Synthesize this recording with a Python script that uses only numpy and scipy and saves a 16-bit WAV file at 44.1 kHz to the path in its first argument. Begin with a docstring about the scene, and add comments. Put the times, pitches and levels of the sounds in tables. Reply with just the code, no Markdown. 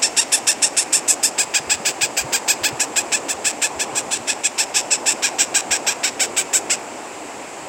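"""Parrot chick begging

A chick chirps about six times a second, close to a phone. Each chirp is a click train from the syrinx,
coloured by tract, nest and microphone: the rate arches up and over, then breaks into a slow uneven creak.
A fan drones and hisses in the room; the hand holding the phone bumps it softly."""
import sys
import numpy as np
from scipy import signal
from scipy.fft import rfft, irfft
from scipy.io import wavfile
from scipy.ndimage import uniform_filter1d, map_coordinates

SR = 44100
rng = np.random.default_rng(int(sys.argv[2]) if len(sys.argv) > 2 else 0)


def master(y):
    """Save y as 16-bit WAV."""
    cut = np.clip(np.atleast_2d(y).T, -1, 1)
    pcm = np.round(cut * 32767)  # scale
    wavfile.write(sys.argv[1], SR, pcm.astype(np.int16))


N = 338688

# chirps: t/s, top pitch/Hz, top/ms, creak start/ms, end/ms, hoarseness/0-1,
# mid-rise level/dB, top level/dB, creak level/dB, low-band lift re microphone ring/dB
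CHIRPS = [(0.021, 915, 30, 42, 62, .24, -12.3, -14.5, -23, -7.7),
          (0.1662, 942, 32, 39, 73, .3, -13, -11.2, -18.8, -7),
          (0.3194, 897, 27, 40, 71, .27, -12.4, -11.1, -21.6, -9),
          (0.4689, 903, 30, 41, 66, .28, -11.8, -12.2, -20.1, -8),
          (0.6202, 932, 29, 36, 65, .42, -11.7, -11.4, -19.4, -11),
          (0.7669, 918, 32, 37, 70, .36, -12.3, -13.3, -20.5, -9.2),
          (0.9243, 909, 34, 39, 72, .38, -12.2, -12.1, -19.1, -12.3),
          (1.0783, 857, 31, 37, 68, .58, -13.4, -10.4, -17.6, -14),
          (1.2291, 902, 28, 35, 67, .32, -12.2, -11.6, -18, -11.6),
          (1.38, 844, 29, 41, 65, .23, -14.4, -14.4, -22.1, -7.5),
          (1.5397, 839, 26, 38, 58, .18, -13.7, -14, -22.7, -3),
          (1.6963, 862, 27, 36, 63, .37, -14.2, -13.7, -20.9, -5),
          (1.8512, 856, 27, 37, 64, .51, -15.6, -16.2, -21.5, -4.3),
          (2.0101, 846, 28, 43, 60, .34, -14.6, -14.7, -26.1, -4.8),
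          (2.168, 818, 27, 35, 58, .39, -14.9, -17.7, -24.4, -4),
          (2.3245, 820, 26, 43, 63, .21, -15.8, -14.2, -23.7, -4),
          (2.479, 857, 29, 43, 63, .29, -13.7, -12.9, -23.5, -5),
          (2.6345, 871, 31, 41, 64, .26, -15.1, -15.6, -26.4, -1.5),
          (2.796, 856, 27, 34, 54, .5, -15, -16.5, -24, -7.5),
          (2.9595, 849, 30, 38, 60, .26, -14.4, -14.6, -23.8, -6.5),
          (3.119, 878, 31, 40, 66, .33, -15, -15.1, -24, -6.2),
          (3.2844, 887, 27, 38, 53, .23, -20, -17.7, -28, -8),
          (3.4449, 884, 35, 44, 75, .44, -16.3, -15.1, -22.3, -6.5),
          (3.6166, 874, 34, 44, 64, .43, -15.2, -15.2, -24, -5),
          (3.7926, 875, 29, 38, 55, .29, -18.5, -18.9, -26.2, -3.7),
          (3.9505, 854, 30, 45, 63, .36, -21.4, -16.3, -25.4, -8),
          (4.1085, 875, 28, 39, 67, .29, -20.2, -16.6, -25.4, -4.2),
          (4.2727, 878, 30, 37, 62, .63, -19.3, -15.9, -21.8, -2.2),
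          (4.4357, 857, 20, 40, 49, .27, -18.1, -13, -28, -7.2),
          (4.5796, 895, 31, 40, 66, .45, -15.7, -13.8, -22.2, -5.5),
          (4.7416, 864, 29, 34, 71, .49, -17.4, -12.3, -15.9, -8.5),
          (4.9059, 887, 23, 35, 62, .24, -14.9, -11.9, -18.3, -9),
          (5.0588, 896, 33, 40, 76, .39, -15, -12.7, -18.7, -8),
          (5.2238, 832, 26, 37, 66, .43, -16.5, -14, -18.8, -3),
          (5.3851, 816, 24, 37, 64, .51, -14.6, -12, -16, -6),
          (5.5427, 825, 26, 37, 70, .34, -13.9, -12.4, -19.6, -6.3),
          (5.7078, 833, 29, 38, 68, .46, -14.6, -15.5, -21.2, -4.8),
          (5.866, 821, 28, 36, 68, .4, -14.3, -14.5, -23.3, -3),
          (6.0331, 772, 23, 31, 64, .41, -15.3, -15.4, -20.2, -1.5),
          (6.1959, 778, 28, 41, 67, .27, -15.2, -15, -20.5, -5.5),
          (6.3656, 788, 28, 35, 62, .43, -14.7, -15.9, -16.8, -6.5),
          (6.5307, 778, 29, 41, 61, .3, -12.8, -12.7, -18.2, -10.5),
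          (6.6982, 730, 31, 43, 60, .2, -14.1, -16.2, -21.5, -6.8)]
# chirp colour: windpipe, throat and beak resonances, plus the phone microphone's ring near 7.7 kHz
# f/Hz, level/dB, band to lift (0 none, 1 windpipe, 2 valley, 3 throat, 4-7 beak)
CHIRP_COLOUR = [(300, -40, 1), (850, -5, 1), (1250, -9, 1), (1650, 2.2, 1), (2050, -2, 1), (2550, 7.7, 1),
                (3100, -1, 1), (3600, 4.5, 2), (4400, -2, 2), (5400, 6.5, 3), (6200, -6, 0), (7000, -1, 0),
                (7700, 5.5, 0), (8150, 0, 0), (8800, 4.5, 4), (9700, 1, 5), (10600, -3, 5), (12200, 1, 6),
                (13500, -6, 6), (14800, 0, 7), (20000, -8, 7)]
# head and throat movement: t/s, throat peak/Hz, throat re low band/dB, lift/dB near 9, 12 and 15 kHz
HEAD_POSES = [(0, 5500, 6.5, -8, -26, -33), (.4, 5550, 6.5, -3, -21, -37), (.8, 5450, 4, -4, -26, -43),
              (1.24, 5150, 5.5, -6, -16, -33), (1.37, 5000, -1, -11, -24, -17),
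              (1.9, 4950, -1, -17, -22, -15), (2.2, 4950, -3, -16, -14, -15),
              (2.64, 5000, 1, -13, -15, -12), (2.78, 5500, -.5, -11, -17, -31),
              (3.3, 5400, -1, -12, -23, -23), (3.9, 5650, 0, -8, -21, -27), (4.4, 5650, -1, -12, -27, -26),
              (4.6, 5450, 3, -15, -18, -33), (4.95, 5450, 3, -15, -29, -33), (5.2, 5600, -1, -18, -20, -23),
              (5.8, 5600, 0, -18, -22, -24), (6.3, 5400, -3, -14, -18, -18),
              (6.7, 5200, -1.5, -11, -22, -33)]
# room decay: f/Hz, T60/s
ROOM_T60 = [(500, .25), (3000, .25), (5000, .35), (8000, .15), (15000, .08)]
# fan levels: t/s, drone/dB, hiss/dB
FAN_LEVELS = [(0.0, -33, -35.6), (1.5, -32.5, -37.6), (2.6, -31, -37), (3.9, -31, -37.6),
              (4.5, -33.5, -37.6), (5.0, -31.5, -37), (6.6, -31.3, -37.3), (7.0, -33.5, -37.6),
              (7.68, -33.5, -37.6)]
# fan drone: f/Hz, relative level/dB
DRONE_SPECTRUM = [(22, -53), (35, -27), (100, -16), (135, -12.5), (180, -13), (260, -3), (340, -1),
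                  (450, -2.5), (780, 0), (1050, -5), (1400, -14), (2200, -30), (4000, -90)]
# fan hiss: f/Hz, relative level/dB
HISS_SPECTRUM = [(700, -30), (1300, -2), (2000, 0), (2600, 1), (3200, -7), (4000, -11), (4900, -7.5),
                 (6000, -9), (7650, .5), (8400, -7), (10200, -20), (13000, -26), (15000, -28), (15800, -29)]
# hand bumps: t/s, envelope peak/dB, f/Hz
HAND_BUMPS = [(0.976, -42, 172), (1.599, -34, 151), (1.669, -40, 80.7), (1.739, -39, 86.1),
              (1.799, -34, 183), (1.889, -42, 135), (2.029, -34, 129), (2.209, -39, 61.9),
              (2.243, -28, 130), (2.615, -35, 110), (2.725, -29, 130), (3.339, -45, 83.4),
              (3.758, -40, 78.1), (3.929, -37, 129), (4.081, -34, 199), (4.199, -37, 121),
              (5.699, -41, 78.1)]


def chick(room_db=-20):
    """All chirps plus room reverberation."""
    voice = np.zeros(N + SR)
    for start_s, *gesture, low_db in CHIRPS:
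        call = chirp(start_s, gesture, low_db)
        start = round(start_s * SR) - 8
        voice[start:start + len(call)] += call
    reverb = signal.fftconvolve(np.pad(voice, (130, 0)), room_tail())
    return voice[:N] + amp(room_db) * reverb[:N]


def chirp(start_s, gesture, low_db):
    """One call: syrinx through tract, nest and microphone."""
    source = syrinx(*gesture)
    gain = chirp_colour(start_s, low_db)
    echoes = nest_echoes()
    echo_colour = (np.abs(rfft(echoes, 1024)) + .15) ** .8  # divided out: echoes mostly smear
    path = np.convolve(minimum_phase(gain / echo_colour)[:600], echoes)
    return signal.fftconvolve(source, path / np.linalg.norm(path))


def syrinx(top_hz, top_ms, creak_ms, end_ms, hoarseness, rise_db, top_db, creak_db, size=4096):
    """Membrane clicks and breath. A hoarse membrane closes unevenly; in the creak it barely keeps time."""
    ms = np.arange(size) / SR * 1000
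    rate_hz = click_rate(ms, top_hz, top_ms, creak_ms, end_ms)
    index = np.arange(80)
    click_ms = np.interp(index, np.cumsum(rate_hz) / SR, ms)
    click_hz = np.interp(click_ms, ms, rate_hz)
    creaking = click_ms > creak_ms
    rough = np.clip(hoarseness - .25, 0, 1)
    sung_jitter = .003 + (.02 + .17 * rough) * rough * np.clip(click_ms / top_ms, 0, 1)
    jitter = np.where(creaking, .13, sung_jitter) * rng.standard_normal(len(index))
    doubling = .35 * rough * (-1) ** index * (click_ms > .6 * top_ms)  # alternate clicks differ
    click_ms += 1000 / click_hz * (jitter + .1 * doubling)
    level_db = click_levels(click_ms, top_ms, creak_ms, end_ms, rise_db, top_db, creak_db)
    level_db += np.where(creaking, 2, .4 + 2 * rough) * rng.standard_normal(len(index)) + 8 * doubling
    heights = amp(level_db) * np.sqrt(SR / click_hz) * (click_ms < end_ms)
    train = impulses(click_ms * SR / 1000 + 8, heights, size)
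    soft = np.exp(-(ms / 3.5) ** 2)  # gentle first closures: dull clicks
    train = (1 - .6 * soft) * train + 1.1 * soft * uniform_filter1d(train, size=7)
    air_share = .004 + .22 * rough
    return np.sqrt(1 - air_share) * train + np.sqrt(air_share) * air_puffs(train)


def click_rate(ms, top_hz, top_ms, creak_ms, end_ms, onset_hz=415, sag_hz_per_ms2=.9, creak_hz=(430, 270)):
    """Membrane rate/Hz: parabolic rise and sag, then a slowing creak."""
    rise = top_hz - (top_hz - onset_hz) * (1 - ms / top_ms) ** 2
    sag = top_hz - sag_hz_per_ms2 * (ms - top_ms) ** 2
    creak = np.interp(ms, [creak_ms, end_ms], creak_hz)
    return np.select([ms < top_ms, ms < creak_ms], [rise, sag], creak)


def click_levels(ms, top_ms, creak_ms, end_ms, rise_db, top_db, creak_db, toward_db=-26.5):
    """Chirp envelope/dB: quick onset, sung arch, fading creak."""
    sung_end_db = top_db + .33 * (creak_db - top_db)
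    late_db = creak_db + .62 * (toward_db - creak_db)
    knots_ms = [2, 7, top_ms / 2, top_ms, creak_ms - 2.5, creak_ms + 1, end_ms - 9, end_ms]
    knots_db = [rise_db - 6, rise_db - 1.2, rise_db, top_db, sung_end_db, creak_db, late_db, late_db - 7]
    return np.interp(ms, knots_ms, knots_db)


def impulses(positions, heights, size):
    """Clicks at fractional sample positions: windowed sincs."""
    taps = np.floor(positions)[:, None] + np.arange(-7, 9)
    offset = taps - positions[:, None]
    shape = np.sinc(offset) * np.cos(np.pi * offset / 16) ** 2
    return np.bincount(taps.astype(int).ravel(), (heights[:, None] * shape).ravel(), size)[:size]


def air_puffs(train):
    """A bright puff of air after each click."""
    puff = np.exp(-np.arange(100) / 25)
    envelope = np.convolve(np.abs(train), puff / np.linalg.norm(puff))[:len(train)]
    air = envelope * rng.standard_normal(len(train))
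    return np.diff(air, prepend=0) / np.sqrt(2)


def chirp_colour(start_s, low_db, scatter_db=2.5, rest_hz=5400):
    """Gain of the bird's resonances and the microphone ring; upper bands follow head and throat."""
    pose_s, *tracks = np.transpose(HEAD_POSES)
    throat_hz, throat_db, db_9k, db_12k, db_15k = (np.interp(start_s, pose_s, v) for v in tracks)
    upper_db = [db_9k - 5, db_12k, db_15k] + scatter_db * rng.standard_normal(3)
    valley_db = -2.6 + .4 * throat_db
    lift_db = np.array([0, low_db, low_db + valley_db, low_db + throat_db, db_9k, *upper_db])
    hz, level_db, band = np.transpose(CHIRP_COLOUR)
    near_throat = (hz > .75 * rest_hz) & (hz < 1.2 * rest_hz)  # peak and adjacent dips move together
    hz = np.where(near_throat, hz * throat_hz / rest_hz, hz)
    return amp(log_interp(hz, level_db + lift_db[band.astype(int)], np.fft.rfftfreq(1024, 1 / SR)))


def minimum_phase(gain, size=1024):
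    """Unit-energy minimum-phase response, by cepstral folding."""
    cepstrum = irfft(np.log(gain), size)
    cepstrum[1:size // 2] *= 2
    cepstrum[size // 2 + 1:] = 0
    response = irfft(np.exp(rfft(cepstrum)), size)
    return response / np.linalg.norm(response)


def nest_echoes(echo_db=-10, fade_ms=1.5, size=256):
    """Echoes off hand and nest, centimetres from the beak; new per chirp as the head moves."""
    ms = np.arange(size) / SR * 1000
    response = amp(echo_db) * rng.standard_normal(size) * np.exp(-ms / fade_ms)
    response[0] = 1  # direct sound
    return response


def room_tail():
    """Room response; each frequency decays at its own rate."""
    hz, t, spectra = signal.stft(rng.standard_normal(SR // 3), SR, nperseg=256)
    t60_s = log_interp(*np.transpose(ROOM_T60), hz)[:, None]
    tail = signal.istft(spectra * amp(-60 * t / t60_s), SR, nperseg=256)[1]
    return tail / np.linalg.norm(tail)


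def fan():
    """Low drone of moving air and a thin hiss."""
    knots_s, drone_db, hiss_db = np.transpose(FAN_LEVELS)
    t = np.arange(N) / SR
    drone_gain = amp(np.interp(t, knots_s, drone_db) + .4 * wobble(rate_hz=5))
    drone = drone_gain * air_noise(DRONE_SPECTRUM, patchy_db=1.1)
    hiss = amp(np.interp(t, knots_s, hiss_db)) * air_noise(HISS_SPECTRUM, patchy_db=.8)
    return drone + hiss


def air_noise(spectrum, patchy_db):
    """Coloured noise, rms 1, with time-frequency patches of random gain."""
    spectra = signal.stft(rng.standard_normal(N), nperseg=512)[2]
    patches = uniform_filter1d(rng.standard_normal(spectra.shape), size=6, axis=0)
    patches = uniform_filter1d(patches, size=12, axis=1)
    noise = signal.istft(spectra * amp(patchy_db * unit_rms(patches)), nperseg=512)[1][:N]
    colour = amp(log_interp(*np.transpose(spectrum), np.fft.rfftfreq(N, 1 / SR)))
    return unit_rms(irfft(rfft(noise) * colour, N))


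def hand_bumps(rise_cycles=2.6 / 3):
    """Soft low thumps of the hand on the case."""
    out = np.zeros(N + SR)
    t = np.arange(SR // 4) / SR
    for start_s, peak_db, hz in HAND_BUMPS:
        age = t * hz / rise_cycles
        envelope = amp(peak_db) * age * np.exp(1 - age)
        out[round(start_s * SR):][:len(t)] += envelope * np.sin(2 * np.pi * hz * t)
    return out[:N]


def wobble(rate_hz):
    """Smooth random curve."""
    knots = rng.standard_normal(int(N * rate_hz / SR) + 4)
    return map_coordinates(knots, [np.arange(N) * rate_hz / SR])


def amp(db):
    """dB to gain."""
    return 10 ** (np.asarray(db) / 20)


def unit_rms(x):
    """Scale to rms 1."""
    return x / np.sqrt(np.mean(x ** 2) + 1e-20)


def log_interp(knots_hz, values, hz):
    """Interpolate over log frequency."""
    return np.interp(np.log(hz + 1), np.log(np.asarray(knots_hz) + 1), values)


def scene():
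    """Chick, fan and handling; mono."""
    return (chick() + fan() + hand_bumps())[None]


def record(dry, ceiling=.95, hardness=5, cutoff_hz=15850):
    """Phone: soft clip, then band limit."""
    clipped = dry / (1 + np.abs(dry / ceiling) ** hardness) ** (1 / hardness)
    return irfft(rfft(clipped) * (np.fft.rfftfreq(N, 1 / SR) < cutoff_hz), N)


dry = scene()
out = record(dry)
master(out)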